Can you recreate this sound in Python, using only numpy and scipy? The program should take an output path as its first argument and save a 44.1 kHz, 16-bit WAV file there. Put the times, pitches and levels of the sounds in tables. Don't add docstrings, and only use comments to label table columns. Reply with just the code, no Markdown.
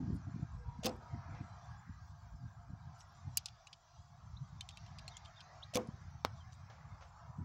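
import sys
import numpy as np
from scipy import signal
from scipy.fft import rfft, irfft, next_fast_len
from scipy.io import wavfile
from scipy.ndimage import uniform_filter1d

SR = 44100
rng = np.random.default_rng(int(sys.argv[2]) if len(sys.argv) > 2 else 0)


def unload_wav(signal):
    wavfile.write(
        sys.argv[1],
        SR,
        np.round(np.clip(np.atleast_2d(signal).T, -1, 1) * 32767).astype(np.int16),
    )


def volts_from_decibels(level):
    exponent = np.asarray(level, float) / 20
    return 10 ** exponent


N = 328382
T = np.arange(N) / SR

# time in seconds, traffic level in dB, stirring leaves level in dB,
# deep traffic above its usual share in dB.
ROAD_LEVELS = [(0, -66, -77.5, 0), (.35, -64, -77, 1), (.6, -66.5, -79.5, -1.5), (1.099, -62.5, -75.5, 0),
               (1.72, -62.5, -78, -1), (1.86, -64.5, -80.5, -10), (2.05, -69, -80, -2),
               (2.6, -69, -82.5, 0), (3.01, -65.5, -78, 0.5), (3.5, -68, -75, 0), (3.8, -69.5, -77.5, -0.5),
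               (4.4, -69, -78, -0.5), (5.04, -64.5, -72.5, 2), (5.6, -63.5, -75, 1),
               (6.08, -66.5, -75.5, -0.5), (6.5, -67, -75, -1), (6.9, -63, -79, -0.5),
               (7.4, -66, -81.5, -1)]
LOOSE_S = [
    .828,
    5.733,
]


def colour(x, points):
    hz, db = np.transpose(points)
    size = next_fast_len(len(x))
    f = np.maximum(np.fft.rfftfreq(size, 1 / SR), 1)
    gain = volts_from_decibels(np.interp(np.log(f), np.log(hz), db))
    y = irfft(rfft(x, size) * gain, size)[:len(x)]
    return y / np.std(y)


def band(x, low_hz, high_hz, order=2):
    edges_hz = [low_hz, min(high_hz, .45 * SR)]
    return signal.sosfilt(signal.butter(order, edges_hz, "band", fs=SR, output="sos"), x)


def ring(x, hz, t60):
    pole = np.exp(2j * np.pi * hz / SR - np.log(1000) / (t60 * SR))
    return signal.lfilter([0, pole.imag], [1, -2 * pole.real, abs(pole) ** 2], x)


def ring_modes(x, modes):
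    return sum(volts_from_decibels(db) * ring(x, hz, t60) for hz, db, t60 in modes)


def walk(rate):
    k = int(SR / rate)
    held = np.repeat(rng.standard_normal(N // k + 1), k)
    w = uniform_filter1d(uniform_filter1d(held, k), k)[:N]
    return w / np.std(w)


def peak(x):
    return x / np.abs(x).max()


def add(out, s, x):
    i = int(s * SR)
    out[i:i + len(x)] += x[:N - i]


def rub(ms, rise_ms, grain_db):
    t_ms = np.arange(4096) / SR * 1000
    grains = np.repeat(rng.standard_normal(256), 16)
    envelope = (1 - np.exp(-t_ms / rise_ms)) * np.exp(-t_ms / ms)
    return rng.standard_normal(4096) * volts_from_decibels(grain_db * grains) * envelope


def quick(x, ms):
    return x * np.exp(-np.arange(len(x)) / SR * 1000 / ms)


def top(x, edge_hz):
    # resonance in Hz, width in Hz, level in dB.
    port_modes = [(8100, 300, 0), (11120, 250, 1), (12300, 270, -6), (15500, 500, 13)]
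    port = sum(0.072 * volts_from_decibels(db) * ring(x, hz, 0.89 / width_hz) for hz, width_hz, db in port_modes)
    return band(x + port, 7700, edge_hz, order=3)


def patches(x, depth_db, hold_s, width_hz, deep_db):
    z = signal.stft(x, nperseg=1024, noverlap=768)[2]
    field = rng.standard_normal(z.shape)
    field = uniform_filter1d(field, max(int(hold_s * SR / 256), 1), axis=1)
    field = uniform_filter1d(field, max(int(width_hz * 1024 / SR), 1), axis=0)
    gain = volts_from_decibels(depth_db * field / np.std(field))
    deep_hz = 830
    frame_s = np.arange(z.shape[1]) * 256 / SR
    gain[:int(deep_hz * 1024 / SR)] *= volts_from_decibels(np.interp(frame_s, np.transpose(ROAD_LEVELS)[0], deep_db))
    y = signal.istft(z * gain, nperseg=1024, noverlap=768)[1][:N]
    return y / np.std(y)


def road():
    # frequency in Hz, density in dB per Hz.
    roar_colour = [(180, -37.5), (300, -12.5), (407, -25), (544, -20), (688, -3), (1300, -5.5),
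                   (1670, -17.5), (2110, -30.5)]
    leaves_colour = [(1670, -15), (1740, -23.5), (2110, -28), (3620, -23.5), (6130, -21), (7240, -35.5),
                     (8200, -52.5), (18000, -120)]
    # slope in dB per traffic dB, slope in dB per leaves dB, level in dB at -66 and -77.
    between = (1.34, 0.73, -77)
    # whine in Hz, width in Hz, level in dB, start in seconds, stop in seconds.
    whines = [(701, 14, -69.5, 0.9, 1.8), (700.5, 13.97, -73, 2.0, 4.2), (958, 9.2, -65, 0.6, 1.48),
              (1607, 36, -78.5, -0.8, 3.18), (7132, 73, -89.5, -0.3, 7.6), (7730, 33, -99.5, -1, 7.7),
              (484, 13, -76, 0.55, 1.15), (490, 20, -74, 1.3, 1.496), (600, 60, -72, 5.45, 5.7),
              (640, 58, -68.5, 5, 5.1), (1073, 120, -74, 4, 4.6), (1630, 150, -70.5, 1.6, 1.96)]
    s, traffic_db, leaves_db, deep_db = np.transpose(ROAD_LEVELS)
    between_db = between[0] * (traffic_db + 66) + between[1] * (leaves_db + 77) + between[2]

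    hiss = band(rng.standard_normal(N), 14200, 15850, order=8)
    out = hiss / np.std(hiss) * volts_from_decibels(-99 + 1.6 * walk(3.2) + 1.8 * walk(25))
    out = out + volts_from_decibels(-100) * band(rng.standard_normal(N), 8180, 15850, order=6)

    regions = [
        (traffic_db, roar_colour, 382.0, 2100, 0.93, 3.37),
        (between_db, leaves_colour, 1726, 2447, 0.66, 4.6),
        (leaves_db, leaves_colour, 2680, 7550, 2.25, 4.7)]
    for db, points, low_hz, high_hz, trim_db, patchy_db in regions:
        part = band(colour(rng.standard_normal(N), points), low_hz, high_hz, order=3)
        swell = volts_from_decibels(np.interp(T, s, db) + trim_db + 1.35 * walk(9))
        out = out + patches(part, patchy_db, .07, 90, deep_db) * swell

    for hz, width_hz, db, start, stop in whines:
        tone = ring(rng.standard_normal(N), hz, 3.2 / width_hz)
        fade = np.clip(np.minimum(T - start, stop - T) / 0.054, 0, 1)
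        out = out + tone / np.std(tone) * fade * volts_from_decibels(db + (2.5 + hz / 3500) * walk(11 + hz / 500))
    return out


def wind():
    # frequency in Hz, density in dB per Hz.
    low_colour = [(20, -36), (51, -1.5), (92, 3.5), (147, -2), (231, -21.5), (260, -40.5), (340, -35),
                  (570, -120)]
    # time in seconds, level in dB.
    breeze = [(0, -47.5), (.5, -58.5), (.9, -53.5), (1.03, -56), (1.6, -58.5), (2.1, -57), (2.9, -56),
              (3.2, -59), (3.5, -60), (3.88, -75.5), (4.05, -60), (5.0, -53.5), (5.4, -64), (5.7, -56.5),
              (6.45, -54), (6.65, -61.5), (7.2, -59), (7.45, -58)]
    # time in seconds, peak in dB, half length in seconds, upper rumble above it in dB.
    gusts = [(0.033, -41.5, 0.075, -3), (0.096, -45, 0.079, 2.5), (.14, -39.5, 0.045, 0),
             (.28, -46, 0.054, -5.5), (0.378, -47, 0.039, -4), (0.433, -41.5, 0.044, -5),
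             (0.559, -42, 0.068, -21), (0.685, -43, 0.066, -23), (0.803, -47.5, 0.085, -6),
             (1.139, -42, 0.04, -12.5), (1.314, -42.5, 0.069, -12.5), (1.413, -51.5, 0.035, -2),
             (1.736, -50, 0.097, -36), (1.91, -46, 0.066, -10), (2.34, -45.5, 0.029, -13),
             (2.453, -44, 0.065, -17), (2.6, -53, 0.035, -25), (2.707, -50, 0.062, -3.5),
             (2.824, -60, 0.041, -33), (3.282, -43.5, 0.038, -19.5), (3.994, -54.5, 0.07, -27),
             (4.336, -51.5, 0.11, -32), (4.426, -52, .06, -29), (6.053, -46.5, .07, -23),
             (6.154, -48, 0.022, -18), (6.871, -51, 0.024, -32.5), (6.944, -50.5, 0.034, -33),
             (7.304, -49, 0.034, -36), (7.412, -34.5, 0.036, -8)]
    # start in seconds, peak in dB, pitch in Hz, length in cycles.
    eddies = [(0.026, -42, 86, 1.7), (0.073, -32, 109, 1.2), (0.101, -30, 139.6, 0.71),
              (0.126, -35.5, 129, 1.4), (0.146, -33.5, 144, 1.3), (0.34, -34.5, 116, 1.2),
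              (0.359, -36, 148, 0.95), (0.394, -35.5, 121, 0.63), (0.42, -34.5, 140, 2.64),
              (0.786, -44, 181, 2.6), (1.128, -41, 89, 1.6), (1.309, -45, 131, 1.95),
              (1.402, -40.5, 125, 1.45), (1.893, -41, 88, 0.5), (2.43, -44, 130, 2.2),
              (2.697, -37.5, 73.4, 0.8), (2.73, -37.5, 87, 0.8), (3.27, -43, 75, 2.16),
              (5.8853, -35.5, 139, 1.1), (5.927, -45.5, 109, 2.6), (7.382, -39, 164, 2.3),
              (7.409, -39, 100, 1.1)]
    ripples = [(0.544, -39.5, 110, 2.2), (0.68, -47, 119, 2.2), (1.628, -47.5, 110, 2.2),
               (2.007, -44.5, 102, 2), (2.577, -38.5, 85, 2.5), (2.804, -45, 75.4, 2),
               (2.852, -45, 103, 2.2), (2.974, -45, 94.2, 2.4), (3.073, -47, 91.5, 2.4),
               (3.979, -43, 105, 2.9), (4.247, -44, 88.8, 2.5), (4.795, -47, 105, 2.1),
               (4.911, -45, 123, 2.4), (5.283, -54, 116, 2.1), (5.417, -52, 116, 2.8),
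               (5.548, -54, 96.9, 2.2), (5.641, -50, 78.1, 2.2), (6.014, -41, 102, 2),
               (6.145, -38, 96.9, 2.2), (6.339, -44, 124, 2.3), (6.533, -44.5, 88.8, 2.4),
               (6.838, -43, 108, 2.5), (6.906, -51, 75.4, 2.2), (7.074, -51, 113, 2.2),
               (7.289, -44.5, 127, 2.7)]
    gust_fall_db, breeze_upper_db, ripple_db = 15.5, -30, -7

    t = T[::64]
    low_gain = volts_from_decibels(np.interp(t, *np.transpose(breeze)))
    up_gain = low_gain * volts_from_decibels(breeze_upper_db)
    for s, db, half_s, upper_db in gusts:
        away = np.abs(t - s) / half_s
        low_gain = np.hypot(low_gain, volts_from_decibels(db - gust_fall_db * away))
        up_gain = np.hypot(up_gain, volts_from_decibels(db + upper_db - 1.24 * gust_fall_db * away))
    low_gain, up_gain = np.interp(T, t, low_gain), np.interp(T, t, up_gain)

    flicker = walk(22)
    rumble = colour(rng.standard_normal(N), low_colour)
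    deep = band(rumble, 15, 78, order=3) * volts_from_decibels(2.5 * walk(14) - 1.0)
    middle = band(rumble, 78, 600, order=3) * volts_from_decibels(3.2 * flicker)
    low = (deep + middle) * low_gain * volts_from_decibels(0.85)
    up = band(rng.standard_normal(N), 159.4, 283.0, order=3)
    out = low + up / np.std(up) * up_gain * volts_from_decibels(5.13 * flicker - 1.0)

    thumps = np.zeros(N)
    for table, trim_db in [(eddies, 0), (ripples, ripple_db)]:
        for s, db, hz, cycles in table:
            phase = np.arange(int(SR * cycles / hz)) / SR * hz
            swell = np.sin(np.pi * phase / cycles) ** 1.26
            add(thumps, s, volts_from_decibels(db + trim_db + 4.0) * np.sin(2 * np.pi * phase) * swell)

    residue = volts_from_decibels(-50) * band(rng.standard_normal(N), 30, 55.03)
    return band(out, 45.1, 900, order=1) + residue + band(thumps, 75, 750)


def feet():
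    # start in seconds, peak in dB, length in ms.
    scuffs = [
        (1.348, -52, 50),
        (6.523, -68, 88),
        (6.699, -49, 84),
        (7.008, -51, 69),
        (7.022, -52, 17),
    ]
    # frequency in Hz, density in dB per Hz.
    grit_colour = [(250, -31), (500, 8.5), (1200, 8.5), (2500, -3), (6500, -6.5), (9000, -50)]
    shape = np.zeros(N)
    t_ms = np.arange(SR // 2) / SR * 1000
    for s, db, ms in scuffs:
        fall = np.exp(-t_ms / ms) + 1.2 * np.exp(-t_ms / 3.2)
        add(shape, s, volts_from_decibels(db - 11.5) * (1 - np.exp(-t_ms / 0.67)) * fall)
    grains = rng.standard_normal(N) * volts_from_decibels(1.8 * rng.exponential(size=N))
    return shape * colour(grains, grit_colour)


def bird():
    # start in seconds, length in seconds, pitch ratio, arch level in dB, tail level in dB.
    chirps = [(4.713, .06, 1.01, -64, -76), (4.84, 0.06, 0.97, -76, -72), (5.102, 0.064, 1.01, -62, -67),
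              (5.228, 0.066, 1, -64, -64), (5.358, .056, 1.0, -63, -61.5), (6.228, .058, 1.03, -70, -64),
              (6.371, 0.057, 0.99, -72, -62)]
    # share of its length, pitch in Hz.
    tune = [(0, 3110), (.18, 3547), (.3, 3730), (.42, 3610), (.58, 3280), (.8, 3140), (1, 3140)]
    # start in seconds, length in seconds, start pitch in Hz, end pitch in Hz, peak in dB.
    upsweeps = [
        (4.361, .016, 3140, 4250, -60),
        (5.615, 0.026, 2500, 4330, -52),
    ]
    out = np.zeros(N)
    for s, length_s, ratio, arch_db, tail_db in chirps:
        u = np.arange(0, 1, 1 / (length_s * SR))
        hz = ratio * uniform_filter1d(np.interp(u, *np.transpose(tune)), 150)
        levels_db = [arch_db - 8, arch_db, arch_db + 2.0, arch_db - 10, tail_db]
        level = volts_from_decibels(np.interp(u, [.08, .22, .4, .5, .6], levels_db))
        add(out, s, np.sqrt(2 * np.sin(np.pi * u)) * level * np.sin(2 * np.pi * np.cumsum(hz) / SR))
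    for s, length_s, start_hz, end_hz, db in upsweeps:
        u = np.arange(0, 1, 1 / (length_s * SR))
        hz = start_hz + (end_hz - start_hz) * u ** 1.3
        level = np.sqrt(2) * volts_from_decibels(db) * np.sin(np.pi * u ** 2.2)
        add(out, s, level * np.sin(2 * np.pi * np.cumsum(hz) / SR))
    out = out * volts_from_decibels(4 * walk(130) - 3)
    repeats = [(.005, -10), (.009, -17), (.015, -21), (.022, -25)]
    return out + sum(volts_from_decibels(db) * np.roll(out, int(s * SR)) for s, db in repeats)


def rustles():
    # start in seconds, length in seconds, level in dB, lowest Hz, highest Hz.
    brushes = [(0.132, 0.038, -66, 6970, 16000), (0.952, 0.016, -78, 6000, 13100),
               (2.985, 0.065, -67, 3200, 9230), (6.035, 0.12, -87, 10660, 12370),
               (6.526, 0.023, -70, 5400, 9200)]
    out = np.zeros(N)
    for s, length_s, db, low_hz, high_hz in brushes:
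        size = int(length_s * SR)
        add(out, s, volts_from_decibels(db - 15) * band(rng.standard_normal(size), low_hz, high_hz) * np.hanning(size))
        for when, pitch, drop, last in rng.random((10, 4)):
            t = np.arange(int(SR * (0.0057 + 0.011 * last))) / SR
            hz = low_hz + pitch * (high_hz - low_hz)
            tone = np.sin(2 * np.pi * hz * t) * np.hanning(len(t))
            add(out, s + 0.81 * when * length_s, volts_from_decibels(db - 20 * drop) * tone)
    return out


def squeaks():
    # start in seconds, length in seconds, pitch in Hz, level in dB.
    slips = [(1.64, .02, 9050, -92), (1.7, .035, 9050, -92), (2.93, 0.064, 7100, -76),
             (2.972, .035, 8850, -85), (2.976, .035, 11500, -86), (2.984, .018, 5000, -68),
             (2.99, .025, 7840, -75), (3.0, 0.015, 5500, -63), (3.0, .014, 6400, -67),
             (3.0, .02, 9950, -86), (2.99, 0.042, 11250, -89), (3.012, .04, 7710, -80),
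             (3.16, 0.027, 7350, -80), (3.19, .04, 6150, -76), (3.215, .06, 7100, -81),
             (3.125, .015, 12400, -88), (3.068, .04, 10400, -89), (3.116, .014, 12000, -85),
             (3.138, .05, 7200, -78), (3.14, 0.054, 5900, -73)]
    out = np.zeros(N)
    for s, length_s, hz, db in slips:
        size = int(length_s * SR)
        tone = ring(rng.standard_normal(4096), hz, 0.021)[-size:]
        add(out, s, volts_from_decibels(db - 2.0) * np.hanning(size) ** 0.46 * tone / np.std(tone))
    return out


def rebound(x, again_db):
    again = x * rng.choice([-1, 1], 4096)
    return x + volts_from_decibels(again_db) * np.roll(again, int(6.5 * SR / 1000))


def arrows():
    # time in seconds, peak in dB, ring in Hz, top above peak in dB, ring above peak in dB.
    ticks = [(3.006, -49.5, 5200, -26, -22), (3.458, -25.5, 2930, -33, -21), (3.484, -43, 3480, -34, -13),
             (3.67, -41, 2900, -38, -18), (3.7293, -40, 3010, -38, -16), (4.6084, -32, 3090, -34, -8),
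             (4.6892, -34.5, 3690, -23, -11.5), (4.707, -46.5, 3730, -33, -17),
             (4.7722, -38.5, 2700, -23, -5.5), (4.8632, -51, 4020, -40, -7.5),
             (4.9854, -39, 3650, -28, -21), (5.079, -34.5, 4250, -32, -9), (5.168, -36, 3400, -32, -17),
             (5.249, -48, 3600, -40, -20), (5.257, -43, 3230, -40.5, -20), (5.405, -43.5, 3200, -43.5, -10),
             (5.8727, -59, 4130, -6, -22), (6.523, -49.5, 4000, -31, -24)]
    tick_modes_hz = [(5670, 5500, 5800, 3800), (5160, 6140, 4300, 6960), (4040, 3600, 5100, 4600),
                     (2870, 6310, 3940, 7000), (3470, 4800, 4900, 5300), (3630, 4150, 3120, 2480),
                     (3730, 3270, 4350, 6900), (4930, 2800, 3300, 6330), (3900, 3150, 2800, 3420),
                     (3960, 2840, 5400, 6400), (4820, 2870, 4070, 3500), (4220, 2840, 3300, 7020),
                     (3490, 6930, 5100, 6240), (3650, 4800, 2900, 4200), (3840, 3600, 4700, 4220),
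                     (4900, 3650, 3210, 4180), (5150, 2350, 5680, 6050), (5940, 6100, 7200, 4480)]
    rebounds_db = [-2, -28, -20, -12, -9.5, -22, -16, -8, -15, -8, -1.5, -7, -10, -18, -18, -6, -20, 0]
    # time in seconds, peak in dB, top above peak in dB, length in ms,
    # ring above peak in dB.
    nock = [
        (3.371, -25.5, -16.5, 0.82, -27.5),
        (3.372, -21, 1, 1.8, -17.5),
        (3.379, -28.5, -4.5, 0.77, -7),
    ]
    nock_modes_hz = [4850, 6440, 5200, 2900]
    nock_hz, tick_ms, mode_step_db, mode_t60_s = 4832, 2.75, -2.5, 0.012

    contacts = [(s, db, nock_hz, top_db, ring_db, ms, nock_modes_hz, -30)
                for s, db, top_db, ms, ring_db in nock]
    contacts += [(*row, tick_ms, modes_hz, again_db)
                 for row, modes_hz, again_db in zip(ticks, tick_modes_hz, rebounds_db)]
    out = np.zeros(N)
    for s, db, hz, top_db, ring_db, ms, modes_hz, again_db in contacts:
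        contact = rub(ms, 0.25, 2.6)
        edge_hz = np.clip(16500 + 450 * (db + 27), 10500, 16500)
        touch = rebound(contact, again_db)
        body = sum(volts_from_decibels(mode_step_db * k) * ring(touch, f, mode_t60_s) for k, f in enumerate(modes_hz))
        body = peak(band(body, 1400, 0.85 * edge_hz))
        tick = peak(body + 0.8 * peak(band(touch, 2200, 0.48 * edge_hz, order=3)))
        knock = max(db + 32.5, 0) * 0.035 * peak(band(quick(contact, 2.5), 800, 2530))
        held = volts_from_decibels(ring_db) * peak(ring(quick(contact, 3.0), hz, .055 * (3000 / hz) ** 2))
        scatter = volts_from_decibels(-16.5) * band(rub(11.0, 2.2, 3.03), 2300, 6400, order=4)
        bright = volts_from_decibels(top_db + 6) * peak(top(rebound(quick(contact, 1.6), again_db), edge_hz))
        add(out, s, volts_from_decibels(db - 2.0) * (tick + knock + held + scatter + bright))
    return band(out, 1930, 16000, order=3) + volts_from_decibels(-12) * band(out, 800, 2000)


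def echoes():
    returns = [  # dB, fall s, low Hz, high Hz
        (-54, 0.086, 260, 620),
        (-65, .06, 1000, 6500),
        (-66, .018, 14300, 16200)]
    out = np.zeros(N)
    t = T[:SR // 2]
    for s in LOOSE_S:
        for db, fall_s, low_hz, high_hz in returns:
            noise = band(rng.standard_normal(len(t)), low_hz, high_hz, order=4)
            envelope = (1 - np.exp(-t / .006)) * np.exp(-t / fall_s)
            add(out, s + .03, volts_from_decibels(db) * noise / np.std(noise) * envelope)
    return out


def target():
    # pitch in Hz, level in dB, t60 in seconds.
    board = [(250, -10.5, 0.041), (494, -9, 0.0071), (1160, 10, 0.002), (2160, -5, 0.0093),
             (3970, 3.5, 0.0038), (5330, -3.5, .005), (11600, 1, 0.0047)]
    thud_s, thud_db, bounce_ms, bounce_db = 6.2488, -25.5, 1.9, -20
    blow, out = np.zeros(4096), np.zeros(N)
    add(blow, 0, -np.hanning(14) / 6)
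    add(blow, .0006, 1.46 * np.hanning(7) / 3)
    sound = ring_modes(blow, board)
    add(out, thud_s, sound)
    add(out, thud_s + bounce_ms / 1000, volts_from_decibels(bounce_db) * sound)
    tear = peak(band(rub(0.42, 0.14, 2.1), 3600, 17000, order=1))
    add(out, thud_s + 0.0004, volts_from_decibels(-10.5) * tear)
    dull = volts_from_decibels(-7.0) * band(rub(21.0, 0.35, 2.1), 500, 1320)
    thin = volts_from_decibels(-16.5) * band(rub(7.7, 0.73, 3.3), 2600, 5300)
    add(out, thud_s + .002, dull + thin)
    return volts_from_decibels(thud_db) * band(out, 107, 16000, order=1)


def bow():
    # time in seconds, peak in dB, top above peak in dB, length in ms,
    # limb blow in dB.
    snaps = [(0.8328, -48, -14, 1.5, -52), (0.835, -38, -20, 2, -57), (0.8445, -32, -9, 1.5, -47),
             (0.8491, -34, -12.5, 2.5, -33.5), (0.8556, -32.5, -16, 1.6, -35),
             (0.8576, -27, -1, 1.5, -35.5), (0.861, -32.5, -20, 1.5, -45), (0.8644, -26, -3.5, 1.4, -31.5),
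             (0.867, -26.5, -11, 2, -39), (0.8745, -37.5, -20, 2.3, -35.5), (0.881, -40, -22, 3.8, -46),
             (0.8921, -41, -20, 2.1, -39), (5.7381, -37.5, -17, 3.9, -55), (5.7457, -39, -2, 1, -54),
             (5.7476, -28.5, -15, 2, -55), (5.754, -30, -20, 1.5, -39.5), (5.756, -25.5, -3.5, 1.2, -30.5),
             (5.7632, -28.5, -14, 1.3, -31.5), (5.7699, -27.5, -5, 1.4, -31), (5.7722, -31, -8, 1.5, -35.5)]
    snap_hz = [4000, 3520, 3200, 4700, 5200, 6300, 3200, 5200, 2690, 5300, 5200, 5200, 3000, 7000, 5840,
               3000, 4300, 3600, 6300, 2600]
    # frequency in Hz, density in dB per Hz.
    snap_colour = [(880, -15), (1500, -16.5), (2090, -7.5), (2800, -5), (5110, -2.5), (8500, -5.5),
                   (11000, -40.5), (18700, -120)]
    # pitch in Hz, level in dB, t60 in seconds.
    riser_modes = [(2690, 3, 0.016), (3500, -2.5, 0.012), (4250, -4.5, 0.01), (5200, 0, 0.015),
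                   (6520, 2.5, 0.011)]
    limb_modes = [(110, -20, 0.32), (227.6, -15.5, 0.2), (333.4, -14, 0.14), (421, -19, 0.14),
                  (501, -2, 0.15), (653, -16, 0.098)]
    brace_modes = [(225.7, -7, 0.38), (250, -1, .045)]
    tip_modes = [(678, -5, 0.1), (767, -2.5, 0.081), (873, -13, 0.076), (1069, -2, 0.056),
                 (1250, -12, 0.061)]
    # time in seconds, level in dB.
    brace = [
        (0.8494, -33),
        (5.7545, -31),
    ]
    settle = [
        (.866, -34.5),
        (5.771, -33),
    ]
    riser_shift = 0.065

    hiss, high, push, tail, after, riser = np.zeros((6, N))
    for (s, db, top_db, ms, blow_db), main_hz in zip(snaps, snap_hz):
        contact = peak(rub(ms, 0.43, 2.25))
        add(hiss, s, volts_from_decibels(db) * contact)
        shift = rng.standard_normal((len(riser_modes), 2))
        for (hz, mode_db, t60), (a, b) in zip(riser_modes, shift):
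            mode = ring(contact, hz * (1 + riser_shift * a), t60)
            add(riser, s, volts_from_decibels(db) * 0.03 * volts_from_decibels(mode_db + 2.49 * b) * mode)
        add(riser, s, volts_from_decibels(db - 8) * peak(ring(contact, main_hz, .007)))
        add(high, s, volts_from_decibels(db + top_db + 2.5) * quick(contact, 1.6))
        add(push, s + 0.00028, volts_from_decibels(blow_db) * np.hanning(18) / 9)
        add(tail, s, volts_from_decibels(blow_db - 4.5) * rub(40.4, 2.4, 1.4))

    for s in LOOSE_S:
        add(after, s, volts_from_decibels(-22.5) * rub(22, 25, 1.8))
        chatter = np.hanning(2000) ** .6 * rub(90, 1, 4.5)[:2000]
        add(after, s + .004, volts_from_decibels(-23) * chatter)

    click = colour(np.arange(4096) == 2048, snap_colour)[2048 - 64:2048 + 64]
    hiss = np.convolve(hiss, click / np.linalg.norm(click), "same")
    riser = band(riser, 1900, 9900)
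    for s in LOOSE_S:
        add(riser, s, volts_from_decibels(-43.5) * np.hanning(500) * np.sin(2 * np.pi * 640 * T[:500]))

    slap, taut = np.zeros((2, N))
    for s, db in brace:
        add(taut, s, volts_from_decibels(db) * np.hanning(40) / 20)
    for s, db in settle:
        add(slap, s, volts_from_decibels(db) * np.hanning(14) / 7)
    limbs = band(ring_modes(push, limb_modes), 70.1, 6000)
    limbs = limbs + ring_modes(taut, brace_modes) + ring_modes(slap, tip_modes)

    treble = 1.14 * top(high, 16600) + volts_from_decibels(-3.0) * band(high, 900, 9500, order=1)
    scatter = band(tail, 370, 1000) + 3.06 * band(tail, 170, 500)
    scatter = scatter + volts_from_decibels(-43.0) * band(tail, 1300, 6000, order=3)
    away = volts_from_decibels(-20.5) * band(after, 1100, 6800, order=3)
    return 0.78 * hiss + riser + treble + limbs + scatter + away


def scene():
    ends = np.clip(np.minimum(T, T[-1] - T) / .004, 0, 1)
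    background = road() + wind() + feet() + bird()
    handling = rustles() + squeaks() + arrows()
    shots = echoes() + target() + bow()
    return (ends * (background + handling + shots))[None]


def top_cut(x):
    return signal.sosfilt(signal.butter(12, 17020, fs=SR, output="sos"), x)


def record(dry):
    low_pass = signal.ellip(6, .5, 40, 16500, fs=SR, output="sos")
    mix = signal.sosfilt(low_pass, dry)
    return top_cut(mix)


dry = scene()
out = record(dry)
unload_wav(out)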